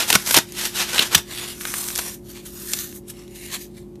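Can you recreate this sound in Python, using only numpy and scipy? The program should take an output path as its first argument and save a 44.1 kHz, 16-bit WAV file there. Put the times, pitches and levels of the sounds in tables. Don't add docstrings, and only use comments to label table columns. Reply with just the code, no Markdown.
import sys
import numpy as np
from scipy import signal
from scipy.fft import rfft, irfft
from scipy.io import wavfile

SR = 44100
rng = np.random.default_rng(int(sys.argv[2]) if len(sys.argv) > 2 else 0)


def to_wav(sig):
    pcm = np.clip(np.atleast_2d(sig), -1, 1) * 32767
    pcm = np.round(pcm).astype(np.int16)
    wavfile.write(sys.argv[1], SR, pcm.T)


N = 176400
TOP_HZ = 13850
FREQS = np.maximum(np.arange(2049) * SR / 4096, 1)

# f/Hz, level/dB
CRUMB_EQ = [(750, -5.5), (1500, 0), (2700, -3), (3700, 0), (5000, -2.5), (6200, 0.5), (7900, -1.5),
            (12500, -1.5)]


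def undb(db):
    return 10 ** (np.asarray(db) / 20)


def unit(x):
    return x / np.sqrt(np.mean(x ** 2) + 1e-18)


def add(out, x, start):
    i = int(round(start * SR))
    a, b = max(i, 0), min(i + len(x), len(out))
    if b > a:
        out[a:b] += x[a - i:b - i]


def wander(turns_per_s, size):
    position = np.arange(size) * turns_per_s / SR
    return unit(np.interp(position, np.arange(512), rng.standard_normal(512)))


def colour(points, tilt_db=0):
    hz, db = np.array(points).T
    octaves = np.log2(np.clip(FREQS, 700, 14000) / 4000)
    return np.interp(np.log(FREQS), np.log(hz), db) + tilt_db * octaves


def bell(hz, width_hz):
    return 1 / (1 + (2 * (FREQS - hz) / width_hz) ** 2)


def equalise(x, curve_db):
    gain = undb(curve_db)
    gain /= np.sqrt(np.mean(gain ** 2 * (FREQS < TOP_HZ)))
    cepstrum = irfft(np.log(gain))
    half = len(cepstrum) // 2
    cepstrum[1:half] *= 2
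    cepstrum[half + 1:] = 0
    return signal.fftconvolve(x, irfft(np.exp(rfft(cepstrum))))


def appliance():
    # f/Hz, rms level/dB
    motor_tones = [(50.8, -53.5), (120, -55), (152, -54.5), (202.8, -48.5), (240, -54), (304.2, -60.5),
                   (354.8, -44.5), (559, -61)]
    # f/Hz, level/dB
    air_eq = [(20, -33), (50, -3.5), (85, -0.5), (400, -2.5), (500, -18), (800, -17), (1400, -32),
              (4000, -38), (14000, -38.5)]
    t, hum = np.arange(N) / SR, np.zeros(N)
    waver_db, air_db = 0.83, -45.5
    for hz, db in motor_tones:
        level = undb(db + waver_db * wander(1.3, N))
        phase = 2 * np.pi * (hz * t + rng.random()) + .2 * wander(6.6, N)
        hum += np.sqrt(2) * level * np.sin(phase)
    air = equalise(rng.standard_normal(N), colour(air_eq))[:N]
    return hum + undb(air_db) * air


def room(x):
    t60_s, wet_db = 0.19, -16.5
    t = np.arange(SR // 3) / SR
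    tail = rng.standard_normal(len(t)) * undb(-60 * t / t60_s) * (t > .004)
    return x + signal.fftconvolve(x, undb(wet_db) * tail / np.linalg.norm(tail))[:N]


def early_reflections(x):
    decay_s, wet_db = 0.0072, -13
    t = np.arange(SR // 50) / SR
    echoes = rng.standard_normal(len(t)) * np.exp(-t / decay_s)
    return x + signal.fftconvolve(x, undb(wet_db) * echoes / np.linalg.norm(echoes))[:len(x)]


def lump_drop():
    start_s, hz, db, rise_s = 1.162, 85, -27.5, 0.0079
    t = np.maximum(np.arange(N) / SR - start_s, 0)
    envelope = t / rise_s * np.exp(1 - t / rise_s)
    return undb(db) * envelope * np.sin(2 * np.pi * hz * t)


def cell_clicks(size, clicks_per_s, spread_db):
    hits = rng.random(size) < clicks_per_s / SR
    polarity = rng.choice([-1, 1], size)
    strength = undb(spread_db * np.clip(rng.standard_normal(size), -3, 3))
    return unit(hits * polarity * strength)


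def squeeze(peak, rise, fall, clicks_per_s, spread_db, jerk_db):
    swell_curve, jerks_per_s = 1.284, 160
    t = np.arange(-SR // 5, SR // 5) / SR
    swell = undb(-20 * np.abs(t / np.where(t < 0, rise, fall)) ** swell_curve)
    clicks = cell_clicks(len(t), clicks_per_s, spread_db)
    jerks = undb(jerk_db * wander(jerks_per_s, len(t)))
    return early_reflections(swell * clicks * jerks), peak + t[0]


def hollows(depth_db=5, bands=40):
    return depth_db * np.interp(FREQS, np.linspace(0, TOP_HZ, bands), rng.standard_normal(bands))


def friction(strokes, eq_points, pieces=3):
    out, clicks_per_s = np.zeros(N), 7400
    for peak, db, rise, fall, tilt_db in strokes:
        for _ in range(pieces):
            grit, start = squeeze(peak, rise, fall, clicks_per_s / pieces, spread_db=2.5, jerk_db=2.5)
            eq = colour(eq_points, tilt_db) + hollows()
            add(out, undb(db) / np.sqrt(pieces) * equalise(grit, eq), start)
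    return out


def rubs():
    # peak t/s, level/dB, rise/s, fall/s, tilt/(dB per octave)
    strokes = [(0.49, -45, 0.053, 0.2, 0), (1.325, -32, 0.063, .035, -1.6),
               (1.385, -32, 0.094, 0.095, -0.5), (1.448, -30, 0.085, 0.027, -2),
               (2.375, -40.5, 0.059, 0.08, -1), (3.2, -48.5, 0.17, 0.12, -1), (3.358, -41, 0.014, 0.033, 2),
               (3.45, -39.5, 0.18, 0.13, 1.2), (3.547, -27.5, 0.065, 0.04, 0),
               (3.625, -38.5, 0.081, 0.055, 4), (3.78, -50, 0.08, 0.078, 1.5)]
    # f/Hz, level/dB
    lump_eq = [(100, -18.5), (1000, -7.5), (1500, -5.5), (2150, 2), (2900, -1), (4100, 1), (5000, -4.5),
               (7000, -2.5), (13000, -5.5)]
    return friction(strokes, lump_eq)


def grinds():
    # peak t/s, level/dB, rise/s, fall/s, tilt/(dB per octave)
    strokes = [(1.51, -34, 0.12, 0.063, -0.4), (1.614, -31.5, 0.024, 0.027, 3.5),
               (1.68, -33, 0.19, 0.24, 0.5), (1.785, -28, 0.17, 0.22, 2), (1.875, -33, 0.061, 0.16, 5),
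               (1.985, -27.5, 0.077, 0.062, 1), (2.07, -30.5, 0.17, 0.09, 1), (2.14, -38.5, 0.1, 0.034, 4),
               (2.305, -43, 0.074, 0.13, 2), (2.468, -37.5, 0.032, 0.052, 2), (2.62, -37, 0.18, 0.14, 2),
               (2.725, -29.5, 0.12, 0.074, 2.5), (2.8, -30, 0.15, .14, 2.5),
               (2.968, -38.5, 0.066, 0.028, 4.5), (3.102, -34, 0.029, 0.024, 3.5)]
    return friction(strokes, CRUMB_EQ)


def snaps():
    # t/s, level before boost/dB, f/Hz
    ticks = [(0.2628, -19, 6000), (.522, -28.5, 10600), (1.376, -28.5, 3600), (1.61, -26, 1790),
             (1.653, -21, 1480), (1.656, -25.5, 1580), (1.74, -20.5, 1460), (1.784, -25, 8000),
             (1.841, -24, 10000), (1.886, -20.5, 4250), (1.9037, -24.5, 2580), (1.954, -21.5, 5100),
             (1.959, -18, 6000), (1.978, -17.5, 8500), (1.988, -16, 5200), (1.9919, -17, 905),
             (2.735, -10.5, 4400), (2.789, -22, 5000), (2.926, -34.5, 2410), (3.279, -43.5, 3500),
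             (3.956, -47, 3500)]
    tick_decay_s, dust_decay_s, dust_db, boost_db = 0.00024, 0.0037, -10, 6.5
    out, t = np.zeros(N), np.arange(SR // 20) / SR
    envelope = np.exp(-t / tick_decay_s) + undb(dust_db) * np.exp(-t / dust_decay_s)
    for start, db, hz in ticks:
        tick = envelope * rng.choice([-1, 1], len(t))
        eq = colour(CRUMB_EQ) + 7 * bell(hz, 1.2 * hz) - 2 * np.abs(np.log2(FREQS / hz))
        add(out, undb(db + boost_db) * equalise(tick, eq), start)
    return out


def knocks():
    # t/s, level/dB, f/Hz
    hits = [(0.104, -21.5, 370), (0.131, -27, 363), (0.153, -10.5, 170), (0.372, -14.5, 324),
            (0.386, -26.5, 300), (0.992, -19, 370), (1.156, -17, 135)]
    decay_s, relative_width, skirt_db = 0.0063, 0.4, 12
    out, t = np.zeros(N), np.arange(SR // 10) / SR
    for start, db, hz in hits:
        burst = rng.standard_normal(len(t)) * np.exp(-t / decay_s)
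        eq = skirt_db * np.log10(bell(hz, relative_width * hz))
        add(out, undb(db) * equalise(burst, eq), start)
    return out


def block_colour(tilt_db, ring_db):
    # f/Hz, level/dB
    block_eq = [(40, -31), (150, -10.5), (700, -8.5), (1150, -5.5), (1700, -1.5), (2200, -2.5), (3200, -1),
                (4900, -2), (5800, -1), (7400, -3.5), (14000, -5.5)]
    # f/Hz, width/Hz, share of ring_db
    block_modes = [(2806, 780, 1), (3560, 230, 0.38), (3965, 990, 0.71)]
    # f/Hz, width/Hz, level/dB
    palm_modes = [(886, 210, 3.5), (1440, 190, 2.5)]
    ring = sum(share * bell(hz, width) for hz, width, share in block_modes)
    palm = sum(db * bell(hz, width) for hz, width, db in palm_modes)
    return colour(block_eq, tilt_db) + palm + ring_db * ring


def crunches():
    # peak t/s, level/dB, rise/s, fall/s, tilt/(dB per octave), block ring/dB
    presses = [(.003, -16, 0.056, 0.06, -1.5, 1.5), (0.104, -19, 0.053, 0.033, 0.1, -1.5),
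               (.147, -17, 0.055, 0.031, -0.7, -2), (0.206, -32.5, 0.096, 0.13, 0.5, -2),
               (.276, -22.5, 0.029, 0.1, -0.6, -3), (.325, -22, 0.087, .04, 4.5, 1),
               (.371, -11.5, 0.042, 0.033, -1.7, 1.5), (0.604, -24.5, 0.067, 0.088, 0.5, 3),
               (0.65, -23.5, 0.038, 0.069, .5, 1), (.766, -26.5, 0.047, 0.1, 1, 3.5),
               (.802, -19, 0.062, .08, -0.96, 4), (0.896, -29, 0.079, 0.1, -0.5, 5),
               (0.959, -21, 0.072, 0.09, -1.5, -0.5), (1.024, -16, 0.027, 0.03, -1.3, 4),
               (1.058, -28, 0.024, 0.058, -0.5, -3.5), (1.131, -23, 0.032, 0.066, -2.4, 0.5),
               (1.177, -24.5, 0.021, 0.032, -1.5, -3.5)]
    out = np.zeros(N)
    for peak, db, rise, fall, tilt_db, ring_db in presses:
        crunch, start = squeeze(peak, rise, fall, clicks_per_s=9000, spread_db=5, jerk_db=1.1)
        add(out, undb(db) * equalise(crunch, block_colour(tilt_db, ring_db)), start)
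    return out


def cracks():
    # t/s, level/dB, hold/s, tilt/(dB per octave), block ring/dB, hollow f/Hz
    fractures = [(0.1024, -4.5, 0.0016, 0.3, 7, 1000), (0.1272, -5.5, 0.0017, 1, 4.5, 2660),
                 (.152, -3.5, 0.006, -1.75, 1.5, 1490), (0.3093, -10.5, 0.0025, 0, 1.5, 1550),
                 (0.3424, -8, 0.0058, 0.6, 1, 900), (0.365, -8.5, 0.0037, 2, -15, 5600),
                 (0.373, -6, 0.0057, 0.5, 6, 2900), (0.3852, -9, .002, -2, -9.5, 1890),
                 (0.6525, -14, 0.0012, 0.5, 5.5, 5840), (0.9805, -10, 0.0026, -1.5, 12.5, 3900),
                 (0.992, -8.5, 0.0037, 1.2, 16, 1550), (1.1474, 0, 0.0051, 0, 6, 5870),
                 (1.1582, -17, 0.0028, 1.5, 13, 3400), (3.539, -28, 0.0037, 0, 1, 2230)]
    decay_s, hollow_ring_db = 0.0023, 7.5
    out, t = np.zeros(N), np.arange(SR // 10) / SR
    for start, db, hold, tilt_db, ring_db, hz in fractures:
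        envelope = np.exp(-np.maximum(t - hold, 0) / decay_s)
        tear = envelope * cell_clicks(len(t), clicks_per_s=16000, spread_db=4)
        eq = block_colour(tilt_db, ring_db) + hollow_ring_db * bell(hz, width_hz=300)
        add(out, undb(db) * equalise(tear, eq), start)
    return out


def scene():
    foam = crunches() + cracks() + knocks() + lump_drop() + grinds() + rubs() + snaps()
    mono = appliance() + room(foam)
    return np.array([mono, mono])


def record(dry):
    clipped = dry / (1 + dry ** 4) ** .25
    high_cut = signal.ellip(10, .2, 80, TOP_HZ, fs=SR, output="sos")
    return signal.sosfilt(high_cut, clipped)


dry = scene()
out = record(dry)
to_wav(out)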